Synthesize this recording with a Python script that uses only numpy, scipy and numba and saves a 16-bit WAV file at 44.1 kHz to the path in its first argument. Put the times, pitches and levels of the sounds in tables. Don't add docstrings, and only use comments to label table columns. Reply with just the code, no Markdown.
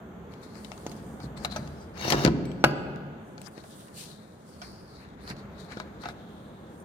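import sys
import numpy as np
from scipy import signal
from scipy.io import wavfile
from scipy.ndimage import uniform_filter1d, map_coordinates
from numba import njit

SR = 44100
rng = np.random.default_rng(int(sys.argv[2]) if len(sys.argv) > 2 else 0)


def persist_wave(psi):
    counts = np.round(np.clip(psi, -1, 1) * 32767).astype(np.int16)
    wavfile.write(sys.argv[1], SR, np.atleast_2d(counts).T)


N = 301644
TIME = np.arange(N) / SR


def undb(db):
    return 10 ** (np.asarray(db) / 20)


def unit(x):
    return x / np.sqrt(np.mean(x ** 2))


def pan(db):
    return undb(np.array([[db], [-db]]) / 2)


def band(x, lo_hz, hi_hz):
    sos = signal.butter(2, [lo_hz, min(hi_hz, .45 * SR)], "bandpass", fs=SR, output="sos")
    return signal.sosfilt(sos, x)


def ring(x, hz, t60):
    radius, angle = np.exp(-np.log(1000) / (t60 * SR)), 2 * np.pi * hz / SR
    return signal.lfilter([0, np.sin(angle)], [1, -2 * radius * np.cos(angle), radius ** 2], x)


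def resonate(x, modes):
    return sum(undb(db) * ring(x, hz, t60) for hz, db, t60 in modes)


def flicker(rate_hz, depth_db):
    hold = int(SR / rate_hz)
    steps = np.repeat(rng.standard_normal(N // hold + 1), hold)
    return undb(depth_db * 1.42 * uniform_filter1d(uniform_filter1d(steps, hold), hold)[:N])


def grit(spread_db, shared):
    common, *apart = rng.standard_normal((3, N))
    grains = undb(spread_db * np.repeat(rng.exponential(size=N // 32 + 1), 32)[:N])
    return unit(grains * (np.sqrt(shared) * common + np.sqrt(1 - shared) * np.array(apart)))


def wide_noise(samples, width):
    mid, side = rng.standard_normal((2, samples))
    return mid + min(width, 1) * side * np.array([[1], [-1]])


# frequency in Hz, relative noise density in dB.
TOWN_SPECTRUM = [(15, -46), (25, -18), (212, 2.5), (263, -6.5), (405, -6), (1040, -18), (1520, -22),
                 (2550, -36.5), (3920, -33.5), (5280, -102.5), (6380, -42.5), (8590, -51.5), (10100, -61),
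                 (12500, -45.5), (16000, -54)]
# time in seconds, level in dB, swell of low handling
# rumble in dB.
RUMBLE_RIDE = [
    [(0.0, -43, 7.5), (0.518, -44.5, 3.5), (1.496, -40.5, 11.5), (1.734, -43, 11), (1.9, -43.5, 9)],
    [(3.3, -45, -1), (3.68, -48, 1), (4.05, -47, 1.5), (4.25, -50.5, 2), (4.49, -48.5, 1),
     (4.66, -46.5, 9.5), (5.06, -48, 8), (5.45, -44, 9.5), (6.14, -44.5, 5), (6.84, -45.5, 0.5)],
]


def background_rumble():
    hz, db = np.transpose(TOWN_SPECTRUM)
    times, level_db, handling_db = np.concatenate(RUMBLE_RIDE).T
    bed, handling_db = 0, np.interp(TIME, times, handling_db)
    for centre in 32 * 2 ** np.arange(0, 9, 1 / 3):
        gain = undb(np.interp(np.log(centre), np.log(hz), db) + handling_db * (centre < 95))
        gain = gain * flicker(6.5, .93)
        noise = wide_noise(N, width=.033 + centre / 1370)
        bed = bed + gain * band(noise, centre / 1.104, centre * 1.121)
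    return unit(bed) * undb(np.interp(TIME, times, level_db))


# frequency in Hz, 60 dB decay in seconds, relative level in dB.
ECHO_BANDS = [(60, 2.45, 3), (256, 1.5, 8), (1000, 1.6, -3.5), (2610, 1.35, -3), (4500, 1.3, -9),
              (7200, 0.95, -11), (12000, 0.14, 7)]


def stairwell(x):
    hz, t60, db = np.transpose(ECHO_BANDS)
    t, tail = TIME[:SR * 2], 0
    for centre in 45 * 2 ** np.arange(0, 8.5, .5):
        noise = band(wide_noise(len(t), width=centre / 900), centre / 1.22, centre * 1.22)
        level_db, decay_s = (np.interp(np.log(centre), np.log(hz), column) for column in (db, t60))
        tail = tail + noise * undb(level_db - 60 * t / decay_s)
    tail *= 1 - np.exp(-t / .0017)
    tail /= np.sqrt(np.sum(tail ** 2) / 2)
    return signal.fftconvolve(x.mean(axis=0)[None], tail, axes=1)[:, :N]


@njit
def hollow(x, hz, width_hz):
    out, band_state, low_state = np.empty(len(x)), 0., 0.
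    for i in range(len(x)):
        tuning, damping = np.tan(np.pi * hz[i] / SR), width_hz / hz[i]
        passed = (band_state + tuning * (x[i] - low_state)) / (1 + tuning * (tuning + damping))
        band_state = 2 * passed - band_state
        low_state += 2 * tuning * passed
        out[i] = damping * passed
    return out


# time in seconds, level in dB, lows and treble in dB against the
# mids, hollow pitch in Hz, pan of lows and mids in dB, treble pan in dB.
RUSTLE_MOVES = [
    [(0.1, -92, 11, -2, 3790, 8, -9), (0.274, -91, 7, -5, 3850, 13, 1), (0.294, -84, 17, -3, 4000, 12, 4),
     (0.319, -68, 6, -6, 4100, 17, 5), (0.364, -74, -2, -8, 4160, 18, 4), (0.409, -73, 6, -6, 4170, 17, 8),
     (0.434, -63, 6.5, -4, 4000, 25, -7), (0.484, -67, -2, -8, 4130, 16, -7),
     (0.579, -62, 3.5, -5.5, 4400, 13.5, -13), (0.813, -64, -3, -2, 4440, 8, -16),
     (0.878, -61, -7, -4, 4550, 14, -11), (1.182, -76.5, -10, 5, 4900, 10, -19),
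     (1.212, -61, 4, -12, 4660, 7, -10), (1.242, -54, 1, -9, 4200, 10, -6),
     (1.317, -86, 12, 6, 3490, 9, -12), (1.337, -80, 13, -1, 3530, 6, -6), (1.352, -88, 9, -5, 3750, 4, -5),
     (1.372, -55, 2.5, -13, 4020, 14, -10), (1.412, -62.5, -1, -8, 4720, 13, -12),
     (1.457, -49, 7, 0, 4130, 14, -9), (1.477, -77, 8, -12, 3970, 5, 0), (1.492, -77, -2, -12, 4050, 3, -2),
     (1.517, -46, -11, -11, 4080, 10, -3), (1.546, -52, 4, -13, 3960, 8, -6),
     (1.636, -65.5, 2, -4, 4200, 13, -10), (1.781, -69, -15, -5, 5030, 15, -7),
     (1.826, -66, -12, -8, 5060, 15, -11), (1.921, -79.5, 1, 3, 4640, 18, -8),
     (1.976, -58, 9, -15, 4420, 15, 7)],
    [(3.198, -79, 15.5, -5, 3200, 0, -9), (3.253, -94, 16, 13, 3300, 4, -17),
     (3.283, -76, -1, 2.5, 3570, 8, -18), (3.357, -77, 8, -2, 4150, 10, -20),
     (3.422, -68.5, -18, -3, 5180, 15, -12), (3.472, -57, 2, -4, 4770, 28, 5),
     (3.482, -68, 15, 16.5, 4760, 22, 13), (3.502, -78, 9, 3.5, 4620, 13, -9),
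     (3.517, -67, -7, -2, 4550, -1, -12), (3.582, -60.5, 6.5, -8, 3960, 15, -5),
     (3.622, -65, -6, -4, 4040, 15, -5), (3.647, -62.5, -1, 0, 3600, 11.5, -11),
     (3.806, -53, -8.5, -2.5, 3520, 0, -5), (3.926, -67, 5, -3, 4300, 7, -10),
     (3.976, -44.5, -22, -3.5, 4400, 4.5, -13), (4.011, -45.5, -18, -1.5, 4300, 7, -10),
     (4.21, -64.5, 1.5, -8.5, 3780, 9, -10), (4.425, -72.5, -2.5, -3.5, 3960, 13, -16),
     (4.46, -70.5, 1, -2, 4280, 12, -10), (4.49, -62, -12, -4.5, 4970, 9.5, -11),
     (4.585, -66, -17, -4, 4470, 9, -12), (4.634, -51.5, 1.5, -12.5, 4430, 3.5, -11),
     (4.834, -63.5, -15, -10, 4820, 2.5, -11), (5.024, -59.5, 4, -15, 3990, 4, -15),
     (5.108, -68.5, 5.5, -18, 3530, 8, -4), (5.168, -74, 5, -15, 3400, 12, -1),
     (5.198, -68, 9.5, -21, 3620, 7.5, 0), (5.213, -59.5, 2, -12, 3760, 8, -5),
     (5.258, -57, 3.5, -9, 4400, 0, -5), (5.293, -44, -7, -16, 4300, 6, -11),
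     (5.313, -43.5, 2.5, -15, 4340, 0, -6), (5.348, -66, 1, -14, 4290, 0, -2),
     (5.388, -54, -1, -18, 4140, 3, -4), (5.438, -73.5, 14, -19, 3600, 3, 0),
     (5.502, -74, 9, -13, 3530, 10, 4), (5.572, -67, 3, -17, 3950, 15, 3),
     (5.602, -58.5, -1.5, -9, 3960, 22, -8), (5.672, -64.5, -1, -9, 3940, 10, -7),
     (5.722, -49.5, 8, -27, 4040, 5.5, 6), (5.762, -58.5, 2, -20, 3980, 12, 2),
     (5.812, -59, -3, -17, 3900, 16, 3), (5.842, -68, 8, -15, 3570, 10, 0),
     (5.941, -75, 6, -9, 3460, 17, -3), (5.996, -70, 0, -13, 3700, 17, 0),
     (6.021, -55, -5, -10, 4260, 16, -14), (6.046, -54.5, 8, -24, 4000, 7, -2),
     (6.096, -52.5, 4, -12, 3700, 13, -3), (6.136, -74, 8, -2, 3620, 9, -4),
     (6.186, -65.5, -13, -21, 3620, 11, -9), (6.311, -66.5, -17, -9, 3500, 6, -11),
     (6.41, -64, -10, -15, 3620, 3, -22), (6.625, -68, -26, -12, 3700, 6, -16),
     (6.829, -73.5, 2, 3, 3570, 7, -17)],
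]


def rustle():
    rub, out = grit(spread_db=1.3, shared=.16), 0
    low = unit(band(rub, 900, 2400)) * flicker(30, 1.2)
    broad = unit(band(rub, 2100, 7200))
    sheen = .3 * unit(band(rub, 7800, 9500)) + .35 * unit(band(rub, 11000, 13300))
    mid_flicker = flicker(45, 1.2)
    treble = unit(unit(band(rub, 5800, 11000)) + sheen) * flicker(40, 1.2)
    for passage in RUSTLE_MOVES:
        times, db, *curves = np.transpose(passage)
        low_db, treble_db, hz, pan_db, treble_pan_db = (np.interp(TIME, times, c) for c in curves)
        cupped = unit(np.array([hollow(hollow(side, hz, 1200.), hz, 1200.) for side in rub]))
        swish = np.clip(1.2 * undb(.6 * treble_db), .45, .97)
        mids = mid_flicker * (swish * broad + np.sqrt(1 - swish ** 2) * cupped)
        body = (mids + undb(low_db) * low) * pan(pan_db)[:, 0]
        top = undb(treble_db) * treble * pan(treble_pan_db)[:, 0]
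        out = out + undb(np.interp(TIME, times, db, left=-120, right=-120)) * (body + top)
    return out


# start in seconds, level in dB, pitch in Hz, 60 dB decay in seconds, pan in dB.
TING_CUES = [(1.365, -52, 7817, .15, 0), (1.498, -43, 4150, .07, 8), (1.521, -41, 4060, .08, 8),
             (1.56, -49, 7817, .25, 0), (1.56, -58, 11800, .15, 0), (1.565, -53, 4760, .2, 0),
             (1.808, -55, 4760, .15, 0), (1.81, -59, 7817, .1, 0), (1.8, -58, 6200, .12, 0),
             (2.45, -56, 7817, .5, 0), (2.45, -50, 2270, .12, 4), (2.515, -50, 2300, .15, 4),
             (2.6, -58, 5810, .2, 0), (2.65, -46, 4753, .55, -8), (2.75, -68, 7817, 1.0, 0),
             (4.62, -55, 5000, .6, 0), (4.625, -53, 3300, .12, 0), (4.63, -61, 8800, .4, 0),
             (5.305, -49, 2750, .06, 0), (6.8, -53, 9200, .05, -4)]


def tings_and_squeak():
    out = np.zeros((2, N))
    for start, db, hz, t60, pan_db in TING_CUES:
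        at = int(start * SR)
        jolt = np.pad(rng.standard_normal(256), (0, SR))
        tone = ring(jolt, hz, t60)[:N - at]
        out[:, at:at + len(tone)] += undb(db) * tone / np.abs(tone).max() * pan(pan_db)
    return out


# pitch in Hz, level in dB, 60 dB decay in seconds.
LEAF_MODES = [(66, -13, .3), (105, -14, .3), (145, 0, .7), (199, -10, .5), (229, -5, .45), (282, -7, .4),
              (343, -5, .35), (390, -7, .3), (528, -13, .2)]
# start in seconds, strength in dB, push length in ms.
THUD_CUES = [(.8645, -26, 0.78), (1.24, -18, 3.9), (1.449, -27, 3.5), (1.59, -17, 3.7), (2.08, -23.5, 0.84),
             (2.122, -21.5, 0.79), (2.144, -14.5, 2.1), (2.249, -4, 2.12), (2.266, -10, 2.24),
             (2.278, -7, 2.64), (2.6403, -8, 1.17), (3.578, -32.5, 1.6), (5.305, -20.5, 3.8),
             (5.77, -28.5, 1.4), (6.06, -27, 3.1)]


def thuds():
    push = np.zeros(N)
    for start, db, ms in THUD_CUES:
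        at = int(start * SR)
        pulse = np.sin(np.pi * np.linspace(0, 1, int(ms * SR / 1000)))
        push[at:at + len(pulse)] -= undb(db) * pulse / pulse.sum()
    return undb(-16) * resonate(push, LEAF_MODES) + undb(38) * band(push, 129, 640)


# pitch in Hz, level in dB, 60 dB decay in seconds.
PLATE_MODES = [(636, -16, 0.15), (720, -5, .07), (870, -0.5, 0.02), (1002, -14.5, 0.08),
               (1309, -6.5, 0.053), (1491, 0, 0.029), (1643, -9, 0.054), (2020, -19, 0.079),
               (2353, -13, 0.08), (2766, -9, .03)]
# start in seconds, level in dB, knock and treble in dB against the crack,
# ring pitch in Hz, ring gain, chatter decay in ms, pan in dB.
CLICK_CUES = [(0.336, -46, -4, -10, 4240, 0.072, 1.5, 22), (0.5535, -39.5, -6, -19, 4060, 0.07, 1.1, 15),
              (0.6453, -39, -4, -5, 3940, 0.036, 1.3, 21.5), (0.7162, -37.5, -1, -18, 2730, 0.15, 1, 27),
              (0.776, -49, -0.5, -15, 6460, 0.06, 2.5, 22), (0.8638, -26, -12, -14, 6100, 0.053, 3.9, 4),
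              (0.9142, -36, -11, -9, 6360, 0.084, 6.9, -3), (1.2011, -41.5, -4, -9, 4080, 0.06, 2.8, 4),
              (1.3737, -35, -12, -18, 7620, 0.11, 2.7, 1), (1.447, -20.5, -3.5, -12, 3980, 0.18, 2.3, 15.5),
              (1.4534, -25.5, -6, -6, 4070, 0.06, 2.2, 2.5), (1.5198, -36, -4, -16, 4120, 0.055, 5.1, 17),
              (1.5603, -26.5, -2.5, -11, 5800, 0.18, 5.5, 11),
              (1.6731, -41.5, -6, -13, 6200, 0.06, 2.5, 15), (2.101, -14, -13, -7, 4120, 0.038, 6.3, 12),
              (2.1205, -10.5, -40, -17, 3030, 0.042, 4.4, 12.5),
              (2.2477, -22, -1, -10.5, 4500, 0.032, 2.4, 35.5),
              (2.2604, -22, -26, -26, 2900, 0.06, 1.4, 26), (2.2744, -29.5, -3, -24, 4130, 0.088, 2.1, 26),
              (2.4522, -38.5, -30, -4, 2650, 0.071, 2.9, 5.5),
              (2.5146, -46.5, -21, -12, 3140, 0.13, 2.7, 24), (2.6388, -12.5, 7, -7, 2600, 0.12, 2.6, 5),
              (2.6439, -7, -6.5, -12.5, 2900, 0.17, 1.4, 1), (2.7084, -43, 2, -11, 4760, 0.06, 2.5, 14),
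              (2.9582, -43, -25, -8, 2660, 0.066, 1.3, 10), (3.3781, -39.5, -5, -22, 4270, 0.06, 1.4, 21.5),
              (3.4145, -34.5, -17, -2, 8500, 0.18, 1.9, 12), (3.5772, -43.5, -14, -15, 4140, 0.06, 2, 22),
              (3.6375, -49, 5, -13, 4110, 0.051, 5.5, -8), (3.8816, -44, -18.5, -7, 2880, 0.055, 3.6, 1),
              (4.6153, -34.5, -2.5, -19, 5100, 0.095, 6.9, 2),
              (5.2748, -32.5, -7, -18, 4400, 0.091, 2.9, -1.5),
              (5.2998, -30.5, -8, -9, 4150, 0.083, 2.1, -5), (5.3644, -44, -5, -13, 4300, 0.06, 2.8, 10),
              (5.7198, -43, 2, -19, 4000, 0.14, 1.7, 13), (5.7702, -45, 9, -13, 4710, 0.069, 1.9, 17),
              (5.7991, -34, 7.5, -13, 3920, 0.036, 1.4, 19.5), (6.0344, -37, 3, -13, 3700, 0.06, 2.9, 8.0),
              (6.0544, -39, 8, -13, 3680, 0.06, 4.6, 9), (6.0855, -35.5, 3.5, -9, 3800, 0.13, 2.8, -1),
              (6.0974, -44, -5, -13, 3520, 0.074, 3.1, 2.0)]


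def bolt_clicks():
    length = 4096
    direct, push = np.zeros((2, 2, N + length))
    t = np.arange(length) / SR - .0015
    snap = -1.52 * np.exp(-(t / .00006) ** 2)
    shiver = .096 * np.exp(-t / .018)
    for start, db, knock_db, treble_db, ring_hz, ring_gain, chatter_ms, pan_db in CLICK_CUES:
        span = slice(int(start * SR), int(start * SR) + length)
        common, *apart = rng.standard_normal((3, length))
        envelope = np.where(t < 0, np.exp(t / .00017), np.exp(-t * 1000 / chatter_ms) + shiver)
        contact = (1.42 * common + 1.34 * np.array(apart)) * envelope + snap
        crack = band(band(contact, 1200, 7900), 1100, 5100) + ring_gain * ring(contact, ring_hz, .007)
        treble, knock = band(contact, 6500, 13000), band(contact, 600, 2410)
        crack, treble, knock = (undb(db) * x / np.abs(x).max() for x in (crack, treble, knock))
        direct[:, span] += crack * pan(pan_db) + undb(treble_db) * treble * pan(pan_db - 7)
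        push[:, span] += undb(knock_db) * knock * pan(.26 * pan_db)
    return (direct + 1.42 * push + undb(-24) * resonate(push, PLATE_MODES))[:, :N]


# centre in Hz, width in Hz, relative level in dB.
BARREL_BANDS = [(1600, 250, -3), (2300, 250, -1), (2800, 300, 0), (3650, 250, 2), (4250, 300, 0),
                (5000, 300, -2), (5900, 300, 1), (6400, 250, 0), (11300, 900, -14)]
# time in seconds, level in dB, leaf rumble in dB against the scrape.
SCRAPE_RIDE = [(1.95, -63, 2), (1.99, -47, 6), (2.02, -38, 0), (2.06, -36.5, 4.5), (2.09, -31.5, -0.5),
               (2.13, -34.5, 14.5), (2.16, -39, 12), (2.2, -37.5, 7.5), (2.24, -36, 6.5), (2.28, -50.5, 29),
               (2.31, -69, 13)]


def bolt_scrape():
    times, db, rumble_db = np.transpose(SCRAPE_RIDE)
    drag = grit(spread_db=2.2, shared=.4) * flicker(120, 1)
    barrel = sum(undb(band_db) * flicker(50, 4) * unit(band(drag, hz - width / 2, hz + width / 2))
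                 for hz, width, band_db in BARREL_BANDS)
    rasp = unit(band(band(drag, 1700, 5300), 1300, 5800))
    scrape = unit(unit(barrel) + undb(-.5) * rasp) * pan(9.4)
    hiss = undb(-14) * unit(band(drag, 9630, 17300)) * pan(-2)
    leaf = unit(resonate(drag.mean(axis=0), LEAF_MODES[1:] + PLATE_MODES))
    rumble = unit(leaf + .86 * unit(band(drag, 200, 1140))) * undb(np.interp(TIME, times, rumble_db))
    return undb(np.interp(TIME, times, db, left=-120, right=-120)) * (scrape + hiss + rumble)


# time in seconds, lag of the left port behind the right in ms.
PORT_LAG = [(0, 0.042), (.75, 0.21), (1.25, -0.17), (2.25, -0.27), (2.6, 0.095), (3.75, 0.35), (4.5, 0.33),
            (5.25, 0.29), (5.75, -0.17), (6.84, -0.29)]


def scene():
    near = bolt_clicks() + thuds() + tings_and_squeak() + bolt_scrape() + rustle()
    left, right = near + undb(-15.5) * stairwell(near) + background_rumble()
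    lag = np.interp(TIME, *np.transpose(PORT_LAG)) * SR / 1000
    return np.array([map_coordinates(left, [np.arange(N) - lag / 2]),
                     map_coordinates(right, [np.arange(N) + lag / 2])])


def record(dry):
    low_cut = signal.butter(6, 47, "highpass", fs=SR, output="sos")
    high_cut = signal.ellip(10, .2, 70, 16000, fs=SR, output="sos")
    return signal.sosfilt(high_cut, np.tanh(signal.sosfilt(low_cut, dry)))


dry = scene()
out = record(dry)
persist_wave(out)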